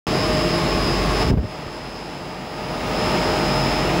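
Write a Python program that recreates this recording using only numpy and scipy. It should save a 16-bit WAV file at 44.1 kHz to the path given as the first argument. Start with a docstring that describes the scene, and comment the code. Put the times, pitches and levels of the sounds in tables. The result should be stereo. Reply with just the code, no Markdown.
"""Inside a tall steel tower, cooling fans roar and hum, a motor drones and a power converter whines in
clusters of lines. A camera with two microphones moves from a doorway to the foot of the ladder shaft,
through standing waves that make the fan and converter tones swell and fade. On the way a finger covers
and bumps the right microphone; the gain control ducks, holds for a second and comes back."""
import sys
import numpy as np
from scipy import signal
from scipy.fft import rfft, irfft
from scipy.io import wavfile
from scipy.ndimage import uniform_filter1d, minimum_filter1d

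SR = 44100
rng = np.random.default_rng(int(sys.argv[2]) if len(sys.argv) > 2 else 0)


def digitize_waveform(pressure):
    """Quantize a signal to 16-bit integers and store it at the path in sys.argv[1].

    Rows of a 2-D input are taken as channels; values are limited to [-1, 1].
    """
    field = np.atleast_2d(pressure).T
    bounded = np.clip(field, -1, 1)
    quanta = np.round(bounded * 32767).astype(np.int16)
    wavfile.write(sys.argv[1], SR, quanta)


N = 176400
T = np.arange(N) / SR
HZ = np.maximum(np.fft.rfftfreq(N, 1 / SR), 1)
MIC_SPACING_M, SOUND_M_PER_S = 0.18, 360
SPLIT = np.array([[.5], [-.5]])   # shares a difference between left and right


def roar():
    """Turbulent fan air makes broadband noise, coloured differently at the doorway and the shaft."""
    # air spectrum at each place: frequency_hz, relative_density_db
    door_spectrum = [(18, -19), (30, -5), (225, -3), (327, -2.5), (447, -3.5), (550, -8), (623, -3),
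                     (735, -11), (964, -10), (1070, -2.5), (1340, -10.5), (2560, -13.5), (4300, -18.5),
                     (5590, -60), (9460, -120)]
    shaft_spectrum = [(18, -36), (30, -12), (179, -5), (456, -6.5), (561, -7.5), (610, -8), (677, -8.5),
                      (887, -4.5), (1070, -10), (1240, -8.5), (1490, -13), (2670, -15.5), (4300, -21.5),
                      (5590, -62), (9460, -120)]
    # stereo balance at each place: frequency_hz, left_minus_right_db
    door_balance = [(60, -5.5), (130, -2.5), (290, -3), (640, -2.5), (1410, -2), (3100, -1.5), (6820, -1.5),
                    (15000, 3)]
    shaft_balance = [(60, -3), (130, -5), (290, -4), (640, -3), (1410, -7), (3100, -3.5), (6820, -2),
                     (15000, 3)]
    door = from_db(-19) * rushing_air(door_spectrum, door_balance, hiss_db=-19)
    shaft = from_db(-17.5) * rushing_air(shaft_spectrum, shaft_balance, hiss_db=-21.5)
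    return crossfade(door, shaft, start_s=1, end_s=2.21)


def rushing_air(spectrum, balance, hiss_db):
    """Incoherent noises add in power: the roar below, its hiss above."""
    # hiss spectrum: frequency_hz, relative_density_db
    hiss = [(4000, -30), (4450, -1), (5200, -1), (5700, -6), (7200, -8), (8600, -18), (10400, -18),
            (11500, -23), (13000, -20.5), (15500, -25)]
    rush = np.hypot(colour(spectrum), from_db(hiss_db) * colour(hiss))
    return diffuse_noise(rush * colour(balance) ** SPLIT)


def tower_ringing():
    """Resonance: stirred by the fans, the tower rings in narrow bands."""
    # modes: centre_hz, half_width_hz, level_db
    modes = [(139.2, 5.2, -32.5), (174.8, 9.8, -31.5), (241, 7.5, -39), (298, 8, -39), (340.8, 5, -32.5),
             (442, 11, -35.5), (724.7, 11.3, -35), (807, 11, -37.5), (865, 30, -35)]
    return sum(from_db(db) * diffuse_noise(1 / (1 + ((HZ - hz) / width) ** 2)) for hz, width, db in modes)


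def fan_blades():
    """Periodic blade passage makes tones whose pitch follows the slightly unsteady speed."""
    # blade tones: pitch_hz, relative_level_db
    tones = [(620, -30.5), (1239, -38), (1858, -43), (2751, -45.5)]
    # their strength along the way: time_s, gain_db, left_minus_right_db
    strength = [(.1, -6.5, -5), (.35, 6, 0), (.6, -3.5, -8), (1.1, -3, 1), (1.45, 7, -5), (1.95, -1.5, -4),
                (2.7, 4.5, 1), (3.1, 4, 1), (4, 3, 1.5)]
    speed = 1 + 0.0025 * drift(rate_hz=4.2)
    time_s, gain_db, pan_db = np.transpose(strength)
    gain = from_db(np.interp(T, time_s, gain_db) + np.interp(T, time_s, pan_db) * SPLIT)
    return gain * sum(from_db(db) * room_tone(hz, scatter=0.052, speed=speed) for hz, db in tones)


def converter_whine():
    """Sidebands of the switching rate beat into a thin buzz, weighted higher as the camera looks up."""
    # main lines facing ahead and up, overtones, top whistle: pitch_hz, relative_level_db
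    ahead_lines = [(4802, -52), (4899, -39), (5001, -46), (5098, -40), (5152, -56), (5200, -39.5),
                   (5303, -51), (5502, -52)]
    up_lines = [(4802, -54), (4850, -58), (4899, -44), (5001, -45), (5098, -38), (5152, -48), (5200, -37),
                (5303, -51), (5502, -55)]
    overtone_lines = [(7348, -61), (7450, -59), (7553, -54), (7650, -59), (7752, -62), (7951, -60),
                      (8053, -63), (8150, -64), (8253, -64), (9902, -63), (10002, -64), (10102, -59),
                      (10202, -60), (10302, -52), (10402, -61), (10502, -58), (10702, -64), (10802, -63),
                      (10902, -64), (12352, -67), (12552, -66), (12852, -67), (13152, -68), (15003, -69)]
    whistle_lines = [(15504, -64), (15601, -58), (15703, -65)]
    # strength along the way: time_s, gain_db
    main_gain = [(.1, 0), (.3, 2.5), (.55, 3), (.65, -5), (.72, 1), (.93, 1.5), (1.04, 0), (1.22, 0),
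                 (1.6, -1), (1.95, 0), (2.5, -1), (2.85, -0.5), (3.1, 2.5), (3.7, 3.5), (3.9, -2)]
    whistle_gain = [(0, 4), (1.9, 1.5), (2.3, 5), (2.8, 8), (3.3, 6), (3.7, 6.5), (4, 4)]
    main = from_db(4) * crossfade(cluster(ahead_lines), cluster(up_lines), start_s=2.89, end_s=3.083)
    overtones = from_db(2) * cluster(overtone_lines)
    whistle = level(whistle_gain) * cluster(whistle_lines)
    return level(main_gain) * main + overtones + whistle


def finger_bumps():
    """Each impact excites a damped low oscillation, with a burst of dull friction noise."""
    # impacts: start_s, level_db, pitch_hz
    bumps = [(1.242, -11, 131.5), (1.264, -6.5, 65.4), (1.297, -5, 157), (1.308, 11, 60.5),
             (1.331, 12.5, 96), (1.368, 15, 68), (1.425, 3, 103), (1.65, -12, 100)]
    # skin rubbing on the case: frequency_hz, relative_density_db
    friction = [(25, 5), (80, -2.5), (250, -5), (500, -15.5), (1000, -27), (3000, -43.5), (8000, -72),
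                (15000, -58)]
    rub = from_db(-5.5) * unit_rms(irfft(rfft(rng.standard_normal(N)) * colour(friction), N))
    out = np.zeros(N)
    for start_s, db, hz in bumps:
        age = np.clip(T - start_s, 0, 1)
        thud = swell(age, rise_s=0.0038, fall_s=0.022) * np.sin(2 * np.pi * hz * age)
        out += from_db(db) * (thud + rub * swell(age, rise_s=0.0052, fall_s=0.023))
    return out


def motor_hum(pitch_hz=48.4):
    """The motor's periodic vibration gives one deep tone that swells and sinks."""
    # hum envelope: time_s, level_db
    envelope = [(.1, -40), (.3, -30), (.57, -36), (.72, -26.5), (.9, -31), (1.08, -22), (1.55, -47),
                (1.85, -31), (2.4, -38), (2.7, -32), (3.05, -37), (3.6, -30.5), (4, -31)]
    return level(envelope) * unit_rms(np.sin(2 * np.pi * pitch_hz * T))


def cluster(lines):
    """Superposed tones close in pitch beat at their difference frequencies."""
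    return sum(from_db(db) * room_tone(hz, scatter=.3) for hz, db in lines)


def room_tone(hz, scatter, speed=1):
    """Interference: a tone fades as the microphones cross standing waves; scatter is its echo share."""
    # camera motion: time_s, speed_m_per_s
    motion = [(0, 0.53), (1.25, .65), (2, 0.32), (2.6, 0.1366), (4, .12)]
    travelled_m = np.cumsum(np.interp(T, *np.transpose(motion))) / SR
    fades = .9 * travelled_m * hz / SOUND_M_PER_S   # 0.9 fades per wavelength
    fade_grid = np.arange(-2, 120, .05)
    pole = np.exp(-2 * np.pi * (fade_grid[1] - fade_grid[0]))
    phasors = rng.standard_normal((2, len(fade_grid), 2)) @ [1, 1j]
    echoes = unit_rms(smooth(phasors, pole))
    direct = np.exp(1j * np.arccos(coherence(hz)) * SPLIT)
    paths = np.sqrt(1 - scatter) * direct + np.sqrt(scatter) * echoes
    carrier = np.exp(2j * np.pi * (hz * np.cumsum(speed * np.ones(N)) / SR + rng.random()))
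    return np.array([unit_rms((np.interp(fades, fade_grid, path) * carrier).real) for path in paths])


def diffuse_noise(gain):
    """A diffuse field arrives from all around: stereo noise of the given colour, rms 1."""
    mid, side = rfft(rng.standard_normal((2, N)))
    mid *= np.sqrt(1 + coherence(HZ))
    side *= np.sqrt(1 - coherence(HZ))
    return unit_rms(irfft(np.array([mid + side, mid - side]) * gain, N))


def coherence(hz):
    """Two spaced microphones in a diffuse field correlate by a sinc law."""
    return np.sinc(2 * hz * MIC_SPACING_M / SOUND_M_PER_S)


def drift(rate_hz, hop=40):
    """Low-passed noise wanders slowly, with rms near 1."""
    pole = np.exp(-2 * np.pi * rate_hz * hop / SR)
    slow = smooth(rng.standard_normal(N // hop + 2002), pole)[2000:]
    return np.interp(np.arange(N) / hop, np.arange(len(slow)), unit_rms(slow))


def smooth(x, pole):
    """A double pole acts as a low-pass filter."""
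    return signal.lfilter([1], [1, -2 * pole, pole * pole], x)


def crossfade(first, second, start_s, end_s):
    """Sine and cosine weights give an equal-power transition."""
    angle = np.interp(T, (start_s, end_s), [0, np.pi / 2])
    return np.cos(angle) * first + np.sin(angle) * second


def swell(age, rise_s, fall_s):
    """Exponential damping after a rounded attack, peak 1."""
    shape = (1 - np.exp(-(age / rise_s) ** 2)) * np.exp(-age / fall_s)
    return shape / shape.max()


def colour(points):
    """Gain over log frequency from (frequency_hz, gain_db) points."""
    hz, db = np.transpose(points)
    return from_db(np.interp(np.log(HZ), np.log(hz), db))


def level(points):
    """Gain over time from (time_s, gain_db) points."""
    return from_db(np.interp(T, *np.transpose(points)))


def from_db(db):
    """Decibels to amplitude ratio."""
    return 10 ** (np.asarray(db) / 20)


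def unit_rms(x):
    """Normalise to unit mean power."""
    return x / np.sqrt(np.mean(np.abs(x) ** 2) + 1e-20)


def release(cut_db, db_per_s):
    """A gain cut recovers linearly in decibels."""
    return np.maximum.accumulate(cut_db + db_per_s * T) - db_per_s * T


def scene(start_s=.068):
    """The sources superpose at both microphones; the finger shadows and bumps the right one."""
    # the finger's acoustic shadow: time_s, gain_db
    shadow = [(1.15, -2), (1.23, 2), (1.275, -31), (1.33, -26), (1.41, -9), (1.45, -3)]
    left, right = roar() + tower_ringing() + motor_hum() + fan_blades() + converter_whine()
    return np.array([left, right * level(shadow) + finger_bumps()]) * (T > start_s)


def record(dry):
    """Compression: a fast limiter and a holding gain control duck both band-limited channels together."""
    low_cut_hz, high_cut_hz = 37, 15800
    ceiling_db, max_duck_db = -.2, 11.5
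    hold_s, attack_s = 1.077, 0.0081
    dry = signal.sosfilt(signal.butter(5, low_cut_hz, "high", fs=SR, output="sos"), dry)
    over_db = np.maximum(20 * np.log10(np.abs(dry).max(axis=0) + 1e-9) - ceiling_db, 0)
    half_hold, attack = int(hold_s * SR / 2), int(attack_s * SR)
    duck_db = np.minimum(over_db, max_duck_db)
    held_db = -minimum_filter1d(-duck_db, 2 * half_hold + 1, origin=half_hold, mode="constant")
    cut_db = np.maximum(release(over_db, db_per_s=56), release(held_db, db_per_s=19))
    cut_db = uniform_filter1d(-minimum_filter1d(-cut_db, attack), attack)   # ramps in ahead of each peak
    high_cut = signal.ellip(12, .1, 90, high_cut_hz, fs=SR, output="sos")
    return signal.sosfilt(high_cut, dry * from_db(-cut_db))


dry = scene()
out = record(dry)
digitize_waveform(out)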